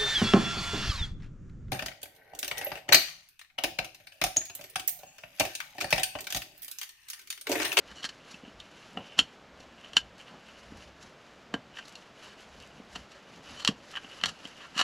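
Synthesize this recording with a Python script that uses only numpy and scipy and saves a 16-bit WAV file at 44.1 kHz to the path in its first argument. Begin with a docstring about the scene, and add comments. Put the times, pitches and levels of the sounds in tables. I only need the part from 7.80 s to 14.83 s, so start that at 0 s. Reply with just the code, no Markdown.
"""A dog lies on the bed of a small padded camper van and gnaws a wooden board.
Teeth first rasp along the grain, then snap and crush fibres; sharp cracks follow near 1.4 s and 2.2 s.
Sparser bites lead to a hard thud at 3.7 s, the heaviest near 5.9 s, and dense cracking from 6.4 s to the end.
Random fracture impulses ring damped board modes; soft shoves of the board against the bedding make the thuds.
Throughout, grains of noise grind and rustle, the bed bumps and rumbles, and a quiet room tone persists."""
import sys
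import numpy as np
from scipy import signal
from scipy.fft import rfft, irfft
from scipy.io import wavfile

SR = 44100
rng = np.random.default_rng(int(sys.argv[2]) if len(sys.argv) > 2 else 0)


def int16_out(signal):
    """Quantize to a 16-bit WAV file."""
    q = np.round(np.clip(np.atleast_2d(signal).T, -1, 1) * 32767)
    wavfile.write(sys.argv[1], SR, q.astype(np.int16))


N = 310012   # samples


def from_db(db):
    """Logarithmic level: 20 dB are a factor of ten in amplitude."""
    return 10 ** (np.asarray(db) / 20)


def unit_energy(x):
    """Energy normalization: scale to a sum of squares of 1."""
    return x / np.sqrt(np.sum(x ** 2) + 1e-20)


def rms_one(x):
    """Power normalization: scale to rms 1."""
    return x / np.sqrt(np.mean(x ** 2) + 1e-20)


def drift(rate):
    """Slow random fluctuation of rms 1: straight lines between rate random knots a second."""
    knots = rng.standard_normal(4000)
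    return rms_one(np.interp(np.arange(N) / SR * rate, np.arange(len(knots)), knots))


def coloured(x, spectrum):
    """Spectral shaping: weight a steady sound over log frequency, then scale it to rms 1."""
    hz, db = np.transpose(spectrum)
    f = np.maximum(np.fft.rfftfreq(N, 1 / SR), 1)
    gain = from_db(np.interp(np.log(f), np.log(hz), db))
    return rms_one(irfft(rfft(x) * gain, N))


def resonate(x, hz, width_hz):
    """Damped resonance: a two-pole filter whose bandwidth sets the rate of decay."""
    r = np.exp(-np.pi * width_hz / SR)
    poles = [1, -2 * r * np.cos(2 * np.pi * hz / SR), r * r]
    return signal.lfilter([1 - r, 0, r - 1], poles, x + 1e-18)


def band(x, low_hz, high_hz):
    """Causal band-pass filtering."""
    return signal.sosfilt(signal.butter(2, [low_hz, high_hz], "band", fs=SR, output="sos"), x)


def grains(size, per_s, spread_db):
    """Shot noise: random clicks of uneven strength and sign."""
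    strength_db = spread_db * np.minimum(rng.exponential(1, size), 4)
    strength = from_db(strength_db) * rng.choice([-1, 1], size)
    return strength * (rng.random(size) < per_s / SR)


def add(out, start_s, sound):
    """Superposition: mix a sound in from a given time on."""
    start = int(start_s * SR)
    out[start:start + len(sound)] += sound[:N - start]


def burst_gain(length_s):
    """Energy is power times duration: gain that gives a unit-energy sound rms 1 over length_s."""
    return np.sqrt(length_s * SR)


def swells(rows, idle_db, rise_share, fall_share):
    """Power summation: level in dB of movements that each swell and ebb over an idle level."""
    t = np.arange(0, N, 40) / SR
    power = 0
    for s, length_s, db in rows:
        reach_s = length_s * np.where(t < s, rise_share, fall_share)
        swell = from_db(db) * np.exp(-np.abs((t - s) / reach_s) ** 1.49)
        power = power + swell ** 2
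    return 10 * np.log10(np.interp(np.arange(N) / SR, t, power) + from_db(idle_db) ** 2)


def strike(force, modes, favoured_hz, focus_db):
    """Modal excitation: the contact lowers each mode by focus_db per octave away from favoured_hz."""
    out = 0
    for hz, width_hz, db in modes:
        octaves_away = abs(np.log2(hz / favoured_hz))
        gain = from_db(db - focus_db * octaves_away + rng.normal())
        held_hz = hz * (1 + .012 * rng.normal())   # pitch varies from contact to contact
        out = out + gain * unit_energy(resonate(force, held_hz, width_hz))
    return out


def tear(t, length_s, build_s, strain_db, linger_db):
    """Avalanche fracture: fibres crackle under strain, give way together, and a few stragglers follow."""
    before, after = np.minimum(t, 0), np.maximum(t, 0)
    avalanche = np.exp(before / build_s - (after / length_s) ** 3)
    strain = from_db(strain_db) * np.exp(before / 0.0058) * (t < 0)
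    stragglers = from_db(linger_db) * np.exp(-after / (0.91 * length_s)) * (t >= 0)
    return grains(len(t), per_s=12000, spread_db=4.0) * (avalanche + strain + stragglers)


def evened(x, order):
    """Whitening by linear prediction: flatten broad humps and holes, as fractures excite all pitches alike."""
    lags = np.arange(order + 1)
    autocorrelation = irfft(np.abs(rfft(x, 2 * len(x))) ** 2)[lags]
    lag_matrix = autocorrelation[np.abs(lags[1:, None] - lags[1:])]
    predictor = np.linalg.solve(lag_matrix, autocorrelation[1:])
    return unit_energy(signal.lfilter(np.append(1, -predictor), [1], x))


# fibres snap at once under a tooth; levels before the board's response:
# t/s, knock level/dB, ring level/dB, splinter level/dB, knock f/Hz, ring f/Hz, tear length/s
SNAPS = [(0.242, -30, -31, -31.5, 1710, 3200, 0.0031), (0.249, -29.5, -31, -29, 1700, 3150, 0.011),
         (0.291, -39.5, -36.5, -37.5, 1700, 3030, .006), (0.801, -58, -38, -45, 1500, 3630, 0.0032),
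         (1.1726, -27.5, -29, -51.5, 700, 2900, 0.0024), (1.3902, -19.5, -7.5, -19, 1200, 3040, 0.0016),
         (1.3957, -36, -33, -27, 1210, 3200, .005), (2.1332, -45, -37.5, -44.5, 1200, 3040, 0.0028),
         (2.1684, -19, -9, -17, 1390, 3064, 0.0014), (3.7406, -24.5, -27, -37, 1470, 3000, 0.0018),
         (3.97, -38.5, -39, -52, 1810, 3000, 0.0035), (3.9854, -32, -35, -44, 1820, 2960, 0.011),
         (4.154, -57, -41, -41.5, 1400, 2800, 0.0033), (4.801, -63, -50, -48, 900, 2930, 0.0018),
         (5.8487, -27.5, -21, -23.5, 1160, 3040, 0.0016), (5.8758, -23.5, -14, -18, 1200, 3080, 0.0031),
         (6.154, -34.5, -33.5, -50, 1810, 3000, 0.0017), (6.161, -42, -31, -47, 1700, 2860, 0.0019),
         (6.169, -28.5, -29, -44, 1660, 2970, 0.0074), (6.245, -46, -43, -65, 890, 2960, 0.0027),
         (6.413, -42, -36, -45, 1200, 2990, 0.0017), (6.437, -20, -18, -24.5, 1550, 3030, 0.0015),
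         (6.458, -28.5, -26.5, -24.5, 1330, 3430, 0.0029), (6.652, -46, -33.5, -49, 1210, 3010, 0.0033),
         (6.9773, -27.5, -24.5, -29, 1380, 2900, 0.0081), (6.9921, -31, -20, -26, 1390, 2860, 0.0017),
         (7.0114, -19, -18, -23.5, 1370, 2920, 0.0059)]
SNAP_BUILD_S = 0.00053
# fibres are crushed more slowly, swelling and giving way: same columns
CRUSHES = [(0.1148, -42.5, -49, -48.5, 1610, 3060, .007), (0.232, -43, -34, -38.5, 1300, 3230, .004),
           (0.5144, -55, -56, -44, 1200, 3040, 0.0054), (0.5428, -65, -40, -52, 1300, 2700, 0.0045),
           (1.3851, -35, -43, -34.5, 1210, 3070, 0.0038), (1.804, -68, -55, -50, 1300, 2950, 0.0035),
           (2.045, -48, -40.5, -64, 1290, 2970, 0.0059), (3.2276, -51, -51, -45.5, 1310, 3260, 0.0091),
           (4.056, -64, -59, -48, 1200, 2950, .005), (4.078, -64, -58, -52, 1200, 2950, .004),
           (5.159, -32.5, -32, -37.5, 1000, 2900, 0.0038), (5.319, -48, -49, -48, 1100, 2750, 0.0071),
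           (5.8006, -39, -36, -40, 1090, 3000, 0.0065), (5.8225, -41, -55, -43, 1200, 3120, .007),
           (5.886, -28, -29, -49, 1330, 3030, 0.0028), (6.138, -39, -40, -56, 1300, 2930, 0.0055),
           (6.453, -34, -41, -45, 1390, 2820, 0.0048), (6.489, -33.5, -31, -33.5, 1300, 2930, .01),
           (6.815, -42.5, -43.5, -61, 1300, 3080, 0.0081), (6.8463, -37, -51, -53, 1280, 2780, 0.013),
           (6.968, -32, -29.5, -37, 1300, 2870, 0.015), (6.999, -19, -21, -23, 1250, 2900, 0.0066)]
CRUSH_BUILD_SHARE = 0.94   # time of the swell, as a share of the tear's length
# modes of the board's knock: f/Hz, width/Hz, relative level/dB
KNOCK_RESONANCES = [(745, 100, 2.5), (1115, 370, 2), (1263, 200, 2), (1410, 27, -2.5), (1653, 126, 9),
                    (1825, 63, 6.5)]
# modes of its splintery top: f/Hz, width/Hz, relative level/dB
SPLINTER_RESONANCES = [(3940, 810, 3.5), (4420, 460, -4.5), (4960, 980, -3), (5640, 270, -1.5),
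                       (6500, 180, -3), (7220, 150, -2), (7550, 370, -35), (9400, 650, 2),
                       (10560, 2600, -22.5)]
SPLINTER_HZ, SPLINTER_SCATTER_OCTAVES = 4800, 0.13   # favoured pitch and its spread
RING_WIDTH_HZ = 270


def bites():
    """Impulsive excitation: each tear drives the board's knock, main ring and splintery top."""
    t = np.arange(-(SR // 40), SR // 10) / SR
    out = np.zeros(N)
    tears = [(*row, SNAP_BUILD_S) for row in SNAPS]
    tears += [(*row, CRUSH_BUILD_SHARE * row[-1]) for row in CRUSHES]
    for s, knock_db, ring_db, splinter_db, knock_hz, ring_hz, length_s, build_s in tears:
        force = evened(tear(t, length_s, build_s, strain_db=-28.5, linger_db=-27.0), order=56)
        splinter_hz = SPLINTER_HZ * 2 ** (SPLINTER_SCATTER_OCTAVES * rng.normal())
        knock = band(strike(force, KNOCK_RESONANCES, knock_hz, focus_db=16.0), 455, 1730)
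        ring = band(resonate(force, ring_hz, RING_WIDTH_HZ), 2670, 3410)
        splinter = band(strike(force, SPLINTER_RESONANCES, splinter_hz, focus_db=15.0), 1570, 8840)
        bite = from_db(knock_db) * unit_energy(knock)
        bite += from_db(ring_db) * unit_energy(ring)
        bite += from_db(splinter_db) * unit_energy(splinter)
        add(out, s + t[0], burst_gain(.0025) * bite)
    return out


# the board bumps against the bedding: t/s, level before the board's response/dB,
# contact time/s (short = hard, long = soft)
BUMPS = [(0.117, -44.5, 0.002), (0.245, -39.5, 0.00087), (0.543, -42, 0.0017), (0.6355, -39, 0.0011),
         (0.68, -43, 0.00081), (1.1726, -31.5, 0.00076), (1.3925, -27.5, 0.00061), (2.1688, -33, 0.00088),
         (2.9223, -38.5, .0009), (3.7415, -21.5, 0.00044), (5.0006, -38.5, .0008), (5.16, -40.5, 0.00065),
         (5.877, -44, 0.001), (5.8895, -17, .0012), (6.246, -41, 0.00061), (6.4395, -36.5, 0.0013),
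         (6.489, -52, 0.00087), (6.6528, -37, 0.00071), (6.964, -35.5, 0.0011), (6.9932, -35, 0.00029),
         (7.012, -35, 0.00031)]
# low modes of the whole board: f/Hz, width/Hz, relative level/dB
THUD_RESONANCES = [(166, 52, -9), (259, 113, 4.5), (448, 52, -8), (720, 92, 0)]


def thuds():
    """Contact-time principle: a soft shove rings low modes, and a shorter one reaches higher pitches."""
    t = np.arange(-(SR // 200), SR // 10) / SR
    out = np.zeros(N)
    for s, db, contact_s in BUMPS:
        shove = np.exp(-(t / contact_s) ** 2)
        # the negative focus slightly favours modes away from 253 Hz
        thud = band(strike(shove, THUD_RESONANCES, 253, focus_db=-1.5), 164, 630)
        add(out, s + t[0], burst_gain(.0025) * from_db(db) * unit_energy(thud))
    return out


# a tooth dragged along the grain: start t/s, end t/s, rms level before the board's response/dB, favoured f/Hz
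DRAGS = [(0.074, 0.13, -56, 2200), (0.152, 0.211, -49.5, 3570), (2.471, 2.585, -58, 696),
         (4.418, 4.544, -56.5, 1970), (5.32, 5.382, -56, 700), (5.761, 5.824, -50, 3800),
         (6.797, 6.87, -56, 1400)]
# what a dragged tooth rings: f/Hz, width/Hz, relative level/dB
DRAG_RESONANCES = [(570, 63, -8), (1310, 220, -1), (1650, 260, 0), (2960, 83, 3), (4140, 540, -5),
                   (5570, 460, -6), (6900, 280, -7)]


def rasps():
    """Stick-slip friction: the dragged tooth excites modes in quick uneven steps."""
    out = np.zeros(N)
    t = np.arange(SR // 4) / SR
    for start_s, end_s, level_db, favoured_hz in DRAGS:
        length_s = end_s - start_s
        stroke = np.clip(np.minimum(t, length_s - t) / 0.0033, 0, 1)
        slips = grains(len(t), per_s=1300, spread_db=2.0) * stroke
        sound = unit_energy(band(strike(slips, DRAG_RESONANCES, favoured_hz, focus_db=8.5), 330, 7000))
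        add(out, start_s, from_db(level_db) * burst_gain(length_s) * sound)
    return out


# strokes of the jaw: t/s at the height, length/s, blanket rustle level/dB, tooth grinding level/dB
# (levels before the trims and fluctuations in chewing)
JAW_STROKES = [(0.077, 0.02, -53, -55), (0.19, 0.18, -53.5, -62), (0.507, 0.093, -51.5, -53.5),
               (0.674, 0.045, -62, -50.5), (0.824, 0.054, -59, -55.5), (1.014, 0.15, -54, -55.5),
               (1.25, 0.091, -56, -49.5), (1.38, 0.14, -56, -51), (1.824, 0.071, -61.5, -59),
               (2.054, .11, -56.5, -52.5), (2.402, .035, -55, -50), (2.475, 0.038, -57, -52.5),
               (2.693, 0.029, -56, -55), (2.81, 0.27, -58, -58.5), (3.019, 0.071, -54, -57),
               (3.244, 0.065, -55.5, -65), (3.55, 0.075, -62, -68), (3.984, 0.053, -53, -48),
               (4.09, 0.11, -54.5, -60), (4.218, .09, -57, -60), (4.442, 0.088, -51.5, -53.5),
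               (4.613, 0.055, -52.5, -56), (4.825, 0.21, -56, -57.5), (5.17, 0.093, -54, -61),
               (5.35, 0.072, -60.5, -61), (5.525, .08, -59, -61), (5.692, 0.058, -47.5, -49.5),
               (5.764, 0.11, -50, -52.5), (6.132, .13, -51, -58), (6.373, 0.22, -52, -51),
               (6.656, 0.082, -50.5, -55), (6.814, 0.14, -56.5, -53)]
CHEW_RISE_SHARE, CHEW_FALL_SHARE = 0.73, 0.88   # of the stroke's length
# the dog is never quite still; levels before the same trims
IDLE_RUSTLE_DB, IDLE_GRIND_DB, IDLE_SWAY_DB = -68.5, -71, 4
# spectrum of the moving cloth: f/Hz, relative level per Hz/dB
CLOTH_SPECTRUM = [(500, 1.5), (1700, 8), (2500, 2.5), (4200, 3), (6000, 0.5), (7300, -4.5), (8500, -14.5),
                  (10200, -9), (12800, -25), (14500, -36)]
TICKS_PER_S, TICKS_DB = 45, -13   # single fibres parting; level against the cloth


def chewing():
    """Granular friction: cloth rustles in fine grains with fibre ticks, teeth grind in coarser ones."""
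    s, length_s, rustle_peak_db, grind_peak_db = np.transpose(JAW_STROKES)
    sway_db = IDLE_SWAY_DB * drift(7)
    shares = CHEW_RISE_SHARE, CHEW_FALL_SHARE
    rustle_db = swells(zip(s, length_s, rustle_peak_db), IDLE_RUSTLE_DB + sway_db, *shares)
    grind_db = swells(zip(s, length_s, grind_peak_db), IDLE_GRIND_DB + sway_db, *shares)

    cloth = coloured(grains(N, per_s=5000, spread_db=1.5), CLOTH_SPECTRUM)
    ticks = rms_one(band(grains(N, per_s=TICKS_PER_S, spread_db=4.0), 2000, 7970))
    rustle = (cloth + from_db(TICKS_DB) * ticks) * from_db(rustle_db - 3.0 + 2.0 * drift(60))

    scrapes = grains(N, per_s=790, spread_db=4.0)
    high_wood = rms_one(resonate(scrapes, 2904, 230))
    low_wood = rms_one(resonate(scrapes, 1530, 350))
    wood = high_wood + from_db(-15.0) * low_wood
    grind = rms_one(band(wood, 1100, 2550)) * from_db(grind_db - 2.0 + 2.0 * drift(45))
    return rustle, grind


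# lightly damped modes of the board that sing on after every contact: f/Hz, relative level/dB
SINGING_MODES = [(1067, 5.5), (1170, 1), (1242, -15), (1382, -5), (1590, 13), (1720, -16), (2712, -32),
                 (3052, -9), (3200, -20), (3268, -35), (3428, -48), (3808, -28), (3900, 16), (4172, 13),
                 (4325, 21.5), (4838, 14), (5587, 3), (5830, -2), (6148, -19), (7290, 14)]
SINGING_WIDTH_HZ = 42
BOARD_DIP_HZ, BOARD_DIP_Q = 1500, 12.7   # the board radiates little between two of its modes


def board(x):
    """Modal superposition: long-lived modes colour every contact with the wood."""
    x = signal.lfilter(*signal.iirnotch(BOARD_DIP_HZ, BOARD_DIP_Q, fs=SR), x)
    singing = sum(from_db(db) * resonate(x, hz, SINGING_WIDTH_HZ) for hz, db in SINGING_MODES)
    return from_db(-1.5) * x + from_db(-16.5) * singing


VAN_T60_S, VAN_ECHO_DB = 0.084, -7.5   # main decay; echo energy against the direct sound


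def van(x):
    """Reverberation: close panels return a dense patter of reflections that the bedding soon soaks up."""
    t = np.arange(SR // 4) / SR
    arriving = np.clip((t - .003) / 0.00018, 0, 1)
    dying = from_db(-60 * t / VAN_T60_S) + from_db(-29 - 60 * t / 0.31)   # plus a faint longer tail
    patter = grains(len(t), per_s=3800, spread_db=-8.5)
    echoes = unit_energy(band(patter, 220, 19845) * arriving * dying)
    return x + from_db(VAN_ECHO_DB) * signal.fftconvolve(x, echoes)[:N]


# the dog shifts its weight on the bed: t/s at the height, length/s, mattress level/dB, van body rumble level/dB
# (mattress levels before the fluctuation in bed)
WEIGHT_SHIFTS = [(0.12, .08, -76, -59), (0.674, 0.06, -57, -73), (0.784, .08, -79, -59),
                 (1.197, 0.056, -45.5, -71), (1.412, 0.038, -47, -52), (1.832, .18, -60, -63),
                 (2.23, 0.15, -59, -59), (2.544, 0.066, -52, -73), (2.95, .1, -54, -52),
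                 (3.104, .07, -65, -57), (3.244, .08, -58, -60), (3.765, 0.044, -45, -60),
                 (4.778, 0.12, -59, -57), (4.963, 0.31, -61, -72), (5.18, 0.09, -57, -54.5),
                 (5.58, 0.074, -53, -68), (5.755, 0.1, -52.5, -59), (5.906, 0.061, -45.5, -54),
                 (6.483, 0.08, -50, -59)]
SHIFT_RISE_SHARE, SHIFT_FALL_SHARE = 0.8, 0.61   # of the shift's length
IDLE_MATTRESS_DB, MATTRESS_SWAY_DB = -68.5, 2
IDLE_RUMBLE_DB, RUMBLE_SWAY_DB = -72.5, 1.5
# spectrum of the mattress bumps: f/Hz, relative level per Hz/dB
MATTRESS_SPECTRUM = [(25, -22), (60, -17), (100, -10), (160, 0.5), (230, -0.5), (330, -11.5), (500, -9.5),
                     (1000, -11.5), (3000, -53)]
# spectrum of the van body: f/Hz, relative level per Hz/dB
BODY_SPECTRUM = [(15, -9), (30, -4), (58, 13.5), (90, 7), (130, -4), (300, -59)]


def bed():
    """Modulated low noise: soft lumpy bumps and van body rumble swell as the dog shifts its weight."""
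    s, length_s, bump_peak_db, rumble_peak_db = np.transpose(WEIGHT_SHIFTS)
    sway = drift(11)
    shares = SHIFT_RISE_SHARE, SHIFT_FALL_SHARE
    idle_mattress_db = IDLE_MATTRESS_DB + MATTRESS_SWAY_DB * sway
    idle_rumble_db = IDLE_RUMBLE_DB + RUMBLE_SWAY_DB * sway
    mattress_db = swells(zip(s, length_s, bump_peak_db), idle_mattress_db, *shares)
    rumble_db = swells(zip(s, length_s, rumble_peak_db), idle_rumble_db, *shares)
    bumps = coloured(rng.standard_normal(N), MATTRESS_SPECTRUM) * from_db(mattress_db + 2.0 * drift(31))
    rumble = coloured(rng.standard_normal(N), BODY_SPECTRUM) * from_db(rumble_db)
    return bumps + rumble


# spectrum of the quiet room: f/Hz, relative level per Hz/dB
ROOM_SPECTRUM = [(20, -12), (60, -24), (120, 0.5), (220, 2), (400, -0.5), (600, 2), (950, -3.5), (1400, -3),
                 (2300, -7.5), (3500, -11), (7000, -22), (10000, -34), (15000, -39)]
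ROOM_TONE_DB = -55


def room_tone():
    """Stationary noise: a steady random background of fixed spectrum."""
    return from_db(ROOM_TONE_DB) * coloured(rng.standard_normal(N), ROOM_SPECTRUM)


def scene():
    """Linear superposition: all sources add and are heard from the middle."""
    rustle, grind = chewing()
    wood = board(bites() + thuds() + rasps() + grind)
    middle = van(wood + rustle) + bed() + room_tone()
    return np.tile(middle, (2, 1))


TREBLE_ROLL_OFF_HZ, CUTOFF_HZ = 13400, 15100


def record(dry):
    """Band limitation: a narrow notch, a treble roll-off and a steep cutoff;
    the top is spread in stereo with faint side hiss."""
    heard = signal.lfilter(*signal.iirnotch(9080, 14.0, fs=SR), dry)
    heard = signal.sosfilt(signal.butter(6, TREBLE_ROLL_OFF_HZ, fs=SR, output="sos"), heard)
    top = signal.sosfilt(signal.butter(8, 11500, "high", fs=SR, output="sos"), heard[0])
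    scatter = unit_energy(rng.standard_normal(SR // 120))
    high_hiss = from_db(-92.5) * rms_one(band(rng.standard_normal(N), 4100, 15000))
    low_hiss = from_db(-101) * rms_one(band(rng.standard_normal(N), 30, 1200))
    side = from_db(-5.0) * signal.lfilter(scatter, [1], top) + high_hiss + low_hiss
    stereo = heard + np.array([side, -side])   # opposite signs spread the top and the hiss
    return signal.sosfilt(signal.ellip(10, .5, 70, CUTOFF_HZ, fs=SR, output="sos"), stereo)


dry = scene()
out = record(dry)
int16_out(out)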